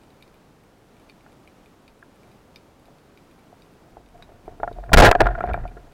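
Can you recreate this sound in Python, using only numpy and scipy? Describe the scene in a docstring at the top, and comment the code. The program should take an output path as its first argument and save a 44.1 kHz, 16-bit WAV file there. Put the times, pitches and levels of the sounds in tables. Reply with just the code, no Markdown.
"""Under water, a band-powered speargun is knocked and rubbed, then fires with a battering, overdriven burst.
Bands, shaft and line slap the barrel afterwards, over far shrimp crackle and a faint hiss.
The microphone sits in a housing fixed to the gun. Knocks and snaps are sums of fading sine waves;
the shot and the rubbing are noise ringing the same gun modes, with slow swings for recoil and sway."""
import sys
import numpy as np
from scipy import signal
from scipy.fft import rfft, irfft, next_fast_len
from scipy.io import wavfile
from scipy.ndimage import map_coordinates

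SR = 44100
rng = np.random.default_rng(int(sys.argv[2]) if len(sys.argv) > 2 else 0)


def store_wav(level_fs):
    """Save 16-bit WAV to argv[1]."""
    pcm = np.round(np.clip(np.atleast_2d(level_fs), -1, 1) * 32767)
    wavfile.write(sys.argv[1], SR, pcm.T.astype(np.int16))


N = 261513  # length in samples

# Ways the gun rings. The damping in ring() later scales the fading.
# Columns: [f/Hz, level/dB, time to fade by 60 dB at damping 1/s]
STOCK_LOW_MODES = [(513, -3, 0.026), (629, -4.5, 0.043), (694.4, 0.5, 0.051), (816, -5, 0.03)]  # stock and housing
STOCK_HIGH_MODES = [(1042, -10.5, 0.031), (1429, -2.5, 0.03), (1621, 0, 0.016), (1768, -14.5, 0.027),
                    (2330, -21, 0.024), (3400, -22, 0.0089)]
STOCK_THUD_MODES = [(237, -8, 0.057), (386, 5, 0.029), (448, 1.5, 0.051)]
SHUDDER_HZ = 109.7


def amp(db):
    """Turn decibels into a plain multiplier."""
    return 10 ** (np.asarray(db) / 20)


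def unit(x):
    """Scale a sound to an rms (average strength) of 1."""
    return x / np.sqrt(np.mean(x ** 2) + 1e-20)


def filtered(x, response):
    """Multiply the spectrum of x by a response that depends on frequency."""
    m = next_fast_len(N + SR // 2)  # spare room at the end
    spectrum = rfft(x, m) * response(np.fft.rfftfreq(m, 1 / SR))
    return irfft(spectrum, m)[:N]


def wobble(rate, size=N):
    """A smooth curve through random points, rate points a second."""
    points = rng.standard_normal(int(size * rate / SR) + 4)
    return map_coordinates(points, [np.arange(size) * rate / SR])


def ring(modes, scatter, attack, damping=0.86):
    """A struck body: a tenth of a second of fading sines, one row a mode; scatter in dB, attack in s."""
    t = np.arange(SR // 10) / SR
    hz, db, t60 = np.transpose(modes)[:, :, None]
    # each ring gets slightly random mode pitches and levels
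    hz = hz * (1 + 0.0094 * scatter * rng.standard_normal(hz.shape))
    level = db + scatter * rng.standard_normal(db.shape)
    fading = amp(level - 60 * damping * t / t60)
    onset = (1 - np.exp(-t / attack)) ** 2
    return fading * np.sin(2 * np.pi * hz * t) * onset


def add(track, s, sound):
    """Mix a sound into the track at s seconds."""
    start = round(s * SR)
    track[start:start + len(sound)] += sound[:len(track) - start]


def shaken(modes, size=N):
    """Steady noise keeps the modes ringing, at rms 1."""
    noise = rng.standard_normal(size + SR // 10 - 1)
    return unit(signal.fftconvolve(noise, ring(modes, 0, 1e-4).sum(0), "valid"))


def held(length, t60):
    """An envelope that rises in 0.7 ms, holds until length seconds, then fades by 60 dB in t60 seconds."""
    t = np.arange(round(length * SR) + SR // 20) / SR
    return np.minimum(t / .0007, 1) * amp(-60 * np.maximum(t - length, 0) / t60)


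def shot():
    """Shaft and bands batter the barrel; the strongest slams throw the gun back and it swings forward again."""
    # Slams: [t/s, length/s, low clatter level/dB, high clatter starting level/dB, recoil level/dB]
    # a recoil level near -30 dB means practically none: such a slam only clatters
    slams = [(4.918, 0.0068, -22, -43, -30), (4.932, 0.015, -1, 8, 5.5), (4.955, 0.0081, -39, -29, -30.5),
             (4.963, 0.029, -2.5, -1, 8.5), (4.972, .021, 4, -0.5, -32), (4.9936, .021, -4, -2.5, 9),
             (4.999, .009, 4.5, -6.5, -31.5), (5.02, .027, 2.5, -10, -7), (5.049, 0.026, -6.5, 0.5, -11),
             (5.062, 0.0029, -6, -5.5, -31.5), (5.078, 0.03, -21, -18.5, -12.5),
             (5.079, 0.013, -10.5, -20.5, -31), (5.113, 0.0044, -3.5, 2, -28),
             (5.204, 0.014, -7.5, -10, -28.5)]
    back_s, forward_share = .009, 0.8  # length of the backward push in s; forward strength beside it
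    bright_fade_db = 11  # the high clatter loses this much over the slam's length
    low, high, shove = np.zeros((3, N))
    for s, length, low_db, high_db, recoil_db in slams:
        add(low, s, amp(low_db) * held(length, 0.014))
        bright = held(length, 0.015)
        fade_db = bright_fade_db * np.arange(len(bright)) / SR / length
        add(high, s, amp(high_db - fade_db) * bright)
        recoil = amp(recoil_db)
        add(shove, s, -recoil * held(back_s, .007))
        add(shove, s + back_s, forward_share * recoil * held(max(length - back_s, 0), .007))
    # a broad scrape, strongest near 1800 Hz
    scrape = unit(filtered(rng.standard_normal(N), lambda hz: hz / (1 + (hz / 1800) ** 2)))
    shudder = shaken([(SHUDDER_HZ, 0, .09)])
    low_clatter = shaken(STOCK_LOW_MODES) + 0.28 * shaken(STOCK_THUD_MODES) + 0.39 * shudder
    high_clatter = shaken(STOCK_HIGH_MODES) + 0.095 * scrape
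    return low * low_clatter + high * high_clatter + shove


def knocks():
    """Each blow has its own favoured low mode and brightness; harder or lower blows thud more."""
    # Blows: [t/s, peak level of the low modes/dB, favoured f/Hz, upper part against the low modes/dB]
    # where a blow lands decides its favoured mode and brightness
    blows = [(1.263, -43.5, 875, 2.5), (2.026, -47, 710, 12), (2.883, -44.5, 697, -14),
             (3.527, -39, 692, -17), (3.969, -30.5, 824, -14), (4.223, -40.5, 810, 2),
             (4.291, -38.5, 684, -20), (4.319, -41, 700, -8), (4.479, -24, 580, -16), (4.6, -27.5, 595, -7),
             (4.632, -10.5, 830, -7), (4.642, -21, 840, -23), (4.676, -18.5, 693, -4.5),
             (4.713, -30, 620, -30), (4.786, -25.5, 640, -32), (4.837, -30, 708, -6),
             (4.893, -30.5, 666, 3), (5.125, -16, 760, 11), (5.151, -4, 666, -4), (5.155, -7.5, 686, -6.5),
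             (5.223, -13, 640, -6), (5.257, -15, 822, 7), (5.267, -12, 680, 8), (5.287, -17.5, 726, 1.5),
             (5.316, -32, 681, -12), (5.351, -32, 666, 12), (5.406, -18, 700, 4), (5.439, -11, 705, -8.5),
             (5.474, -23.5, 710, -0.5), (5.499, -23.5, 686, 3), (5.511, -20.5, 634, -4),
             (5.542, -13.5, 750, -3), (5.576, -21, 690, -17), (5.653, -22.5, 719, -10),
             (5.768, -41, 446, 2)]
    hand_damping = 1.1  # above 1, the modes fade faster than in their tables
    thud_db, thud_grows = -46.5, 0.74  # thud of a -34 dB blow at 700 Hz; dB gained per dB of blow
    thud_db_per_octave = 21.5  # blows that favour lower modes thud more
    track, mode_hz = np.zeros(N), np.array(STOCK_LOW_MODES)[:, :1]
    # the first contact is a short burst of noise
    crack = amp(-38.5 - 60 * np.arange(SR // 10) / SR / 0.0039)
    for s, db, hz, upper_db in blows:
        favour = amp(-40 * np.abs(np.log2(mode_hz / hz)))  # 40 dB weaker per octave away
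        low = (favour * ring(STOCK_LOW_MODES, 1.76, 0.00045, hand_damping)).sum(0)
        low = low / np.abs(low).max()
        upper = ring(STOCK_HIGH_MODES, 2.96, 0.00089, hand_damping).sum(0)
        upper = upper + crack * rng.standard_normal(len(crack))
        thud_level = thud_db + thud_grows * (db + 34) + thud_db_per_octave * np.log2(700 / hz)
        thud = amp(thud_level) * ring(STOCK_THUD_MODES, 4.3, 0.0011, hand_damping).sum(0)
        add(track, s, amp(db) * (low + amp(upper_db) * upper) + thud)
    return track


def motion(rows, upper_db):
    """The gun rocks in the hand at an uneven pace while wet rubber and line rub the barrel in jerks."""
    sway_hz = 37.6  # average rocking pace
    s, *columns = np.transpose(rows)
    t = np.arange(s[0], s[-1], 1 / SR)
    n, track = len(t), np.zeros(N)
    sway_db, shudder_db, rub_db = [np.interp(t, s, column) for column in columns]
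    pace = sway_hz * (1 + 0.27 * wobble(15, n))
    rocking = np.sqrt(2) * np.sin(2 * np.pi * np.cumsum(pace) / SR)
    sway = amp(sway_db) * amp(1.5 * wobble(10, n)) * rocking
    shudder = amp(shudder_db) * shaken([(SHUDDER_HZ, 0, .09), (170, -9, .05), (75, -3, .09)], n)
    jerks = unit(amp(4.9 * wobble(89.5, n)))
    # light rubbing keeps the strongest mode singing
    singing = 1.5 * shaken([(705.0, 0, 0.052)], n)
    hum = unit(shaken(STOCK_LOW_MODES + STOCK_THUD_MODES, n) + singing)
    rubbing = jerks * (hum + amp(upper_db) * shaken(STOCK_HIGH_MODES, n))
    ends = np.clip(np.minimum(t - s[0], s[-1] - t) / .008, 0, 1)  # 8 ms fades in and out
    add(track, s[0], ends * (sway + shudder + amp(rub_db) * rubbing))
    return track


def shrimp():
    """Each snap rings the housing window and comes back scattered off the rocks; faint ones fall at random."""
    # Snaps: [t/s, level/dB, level of the middle window modes/dB]
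    snaps = [(0.0343, -51, -8), (0.1037, -53.5, -1), (0.2244, -43, 1.5), (0.342, -53, -5),
             (1.0966, -40, -3), (1.3289, -53, -4), (1.475, -43.5, -9.5), (1.6588, -47.5, -9),
             (1.879, -44, -2.5), (2.3156, -51, -1), (2.5592, -36, 2), (2.8554, -56, 4), (3.1742, -47, -3),
             (3.6204, -51.5, 4), (4.2243, -42.5, 4), (4.7277, -53.5, 3.5), (5.242, -43, -1),
             (5.4655, -43.5, -4), (5.5345, -30.5, -8), (5.677, -42.5, -7)]
    # How the housing window rings: [f/Hz, level/dB, time to fade by 60 dB at damping 1/s]
    window_low = [(2290, -1.5, 0.012), (2413, -2.5, 0.019), (2980, -7, 0.014)]
    window_middle = [(3300, -21, .01), (3723, -4, 0.021), (4590, -6, .015), (4840, -12, 0.012),
                     (5520, -13.5, 0.0082)]
    window_treble = [(8300, 2, .008), (9540, 4, 0.0087), (11600, 2.5, 0.014)]
    treble_db, treble_grows = -63, 0.46  # treble of a -44 dB snap; dB gained per dB of snap
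    # 30 faint snaps: any time, level from -56.5 to -53.5 dB, middle modes from -10 to -2 dB
    faint = rng.random(size=(30, 3)) * [N / SR, 3, 8] + [0, -56.5, -10]
    direct = np.zeros(N)
    for s, db, middle_db in np.vstack([snaps, faint]):
        body = ring(window_low, 2.4, 0.00041).sum(0)
        body = body + amp(middle_db) * ring(window_middle, 2.7, 0.00017).sum(0)
        treble_level = treble_db + treble_grows * (db + 44)
        treble = amp(treble_level) * ring(window_treble, 3.1, .0001).sum(0)
        add(direct, s, amp(db) * body + treble)
    t = np.arange(SR // 10) / SR
    # the echo is fading noise that starts after 3 ms
    rocks = rng.standard_normal(len(t)) * amp(-60 * t / 0.088) * (t > .003)
    echo = signal.oaconvolve(direct, rocks / np.linalg.norm(rocks))[:N]
    return direct + amp(-7.5) * echo


def hiss():
    """Water and microphone make a noise with a fixed tone colour and a slightly wavering level."""
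    # Tone colour of the hiss, before its loudness is set: [f/Hz, relative level/dB]
    colour = [(12, -30), (20, -1), (58, -5), (91, -4), (135, -2.5), (169, -2.5), (289, -3), (506, -7),
              (750, -10), (1430, -16.5), (1790, -20), (15200, -38), (16500, -42)]
    f, db = np.transpose(colour)
    noise = filtered(rng.standard_normal(N), lambda hz: amp(np.interp(np.log(hz + 1), np.log(f), db)))
    return amp(-53.5 + 0.7 * wobble(6.9)) * unit(noise)


def scene():
    """All the sounds add up at the one microphone."""
    # The moving gun before and after the shot: [t/s, sway level/dB, shudder level/dB, rubbing level/dB]
    aiming = [(3.6, -65, -79, -69), (3.86, -69, -74, -67), (3.986, -52.5, -54, -58), (4.068, -61, -66, -76),
              (4.148, -53, -58, -54.5), (4.426, -58.5, -58.5, -61), (4.5, -48.5, -47, -52),
              (4.58, -56, -58.5, -63), (4.64, -40, -49, -52), (4.71, -47, -46.5, -50.5),
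              (4.79, -34.5, -48, -50.5), (4.87, -40, -50, -43.5), (4.915, -34, -29, -35)]
    settling = [(5.13, -37, -40, -33), (5.18, -30, -37, -30.5), (5.222, -17, -23, -26),
                (5.262, -16.5, -32, -26), (5.346, -32.5, -36.5, -36.5), (5.434, -42.5, -41.5, -42.5),
                (5.516, -23.5, -28, -28.5), (5.562, -38, -40.5, -42), (5.638, -28, -32, -44),
                (5.706, -41, -49, -51.5), (5.816, -48.5, -53.5, -54), (5.93, -54, -60, -57.5)]
    # upper modes against the rubbing hum, in dB: bands drawn, then bands loose
    gun = motion(aiming, -15.5) + motion(settling, -9)
    return (shot() + knocks() + gun + shrimp() + hiss())[None]


def record(dry):
    """The microphone stage clips hard, leaks a little overdrive and cuts the deepest and highest sounds."""
    clip_level, clip_knee, clip_leak = .47, 10, .02  # ceiling; sharpness of its bend; share let through
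    sag_hz, top_hz = 2, 16500  # slow swings sag back to zero below about 2 Hz; nothing above top_hz
    sound = dry[0]
    clipped = sound / (1 + np.abs(sound / clip_level) ** clip_knee) ** (1 / clip_knee)
    overdriven = clipped + clip_leak * sound
    return filtered(overdriven, lambda hz: 1j * hz / (sag_hz + 1j * hz) * (hz < top_hz))[None]


dry = scene()
out = record(dry)
store_wav(out)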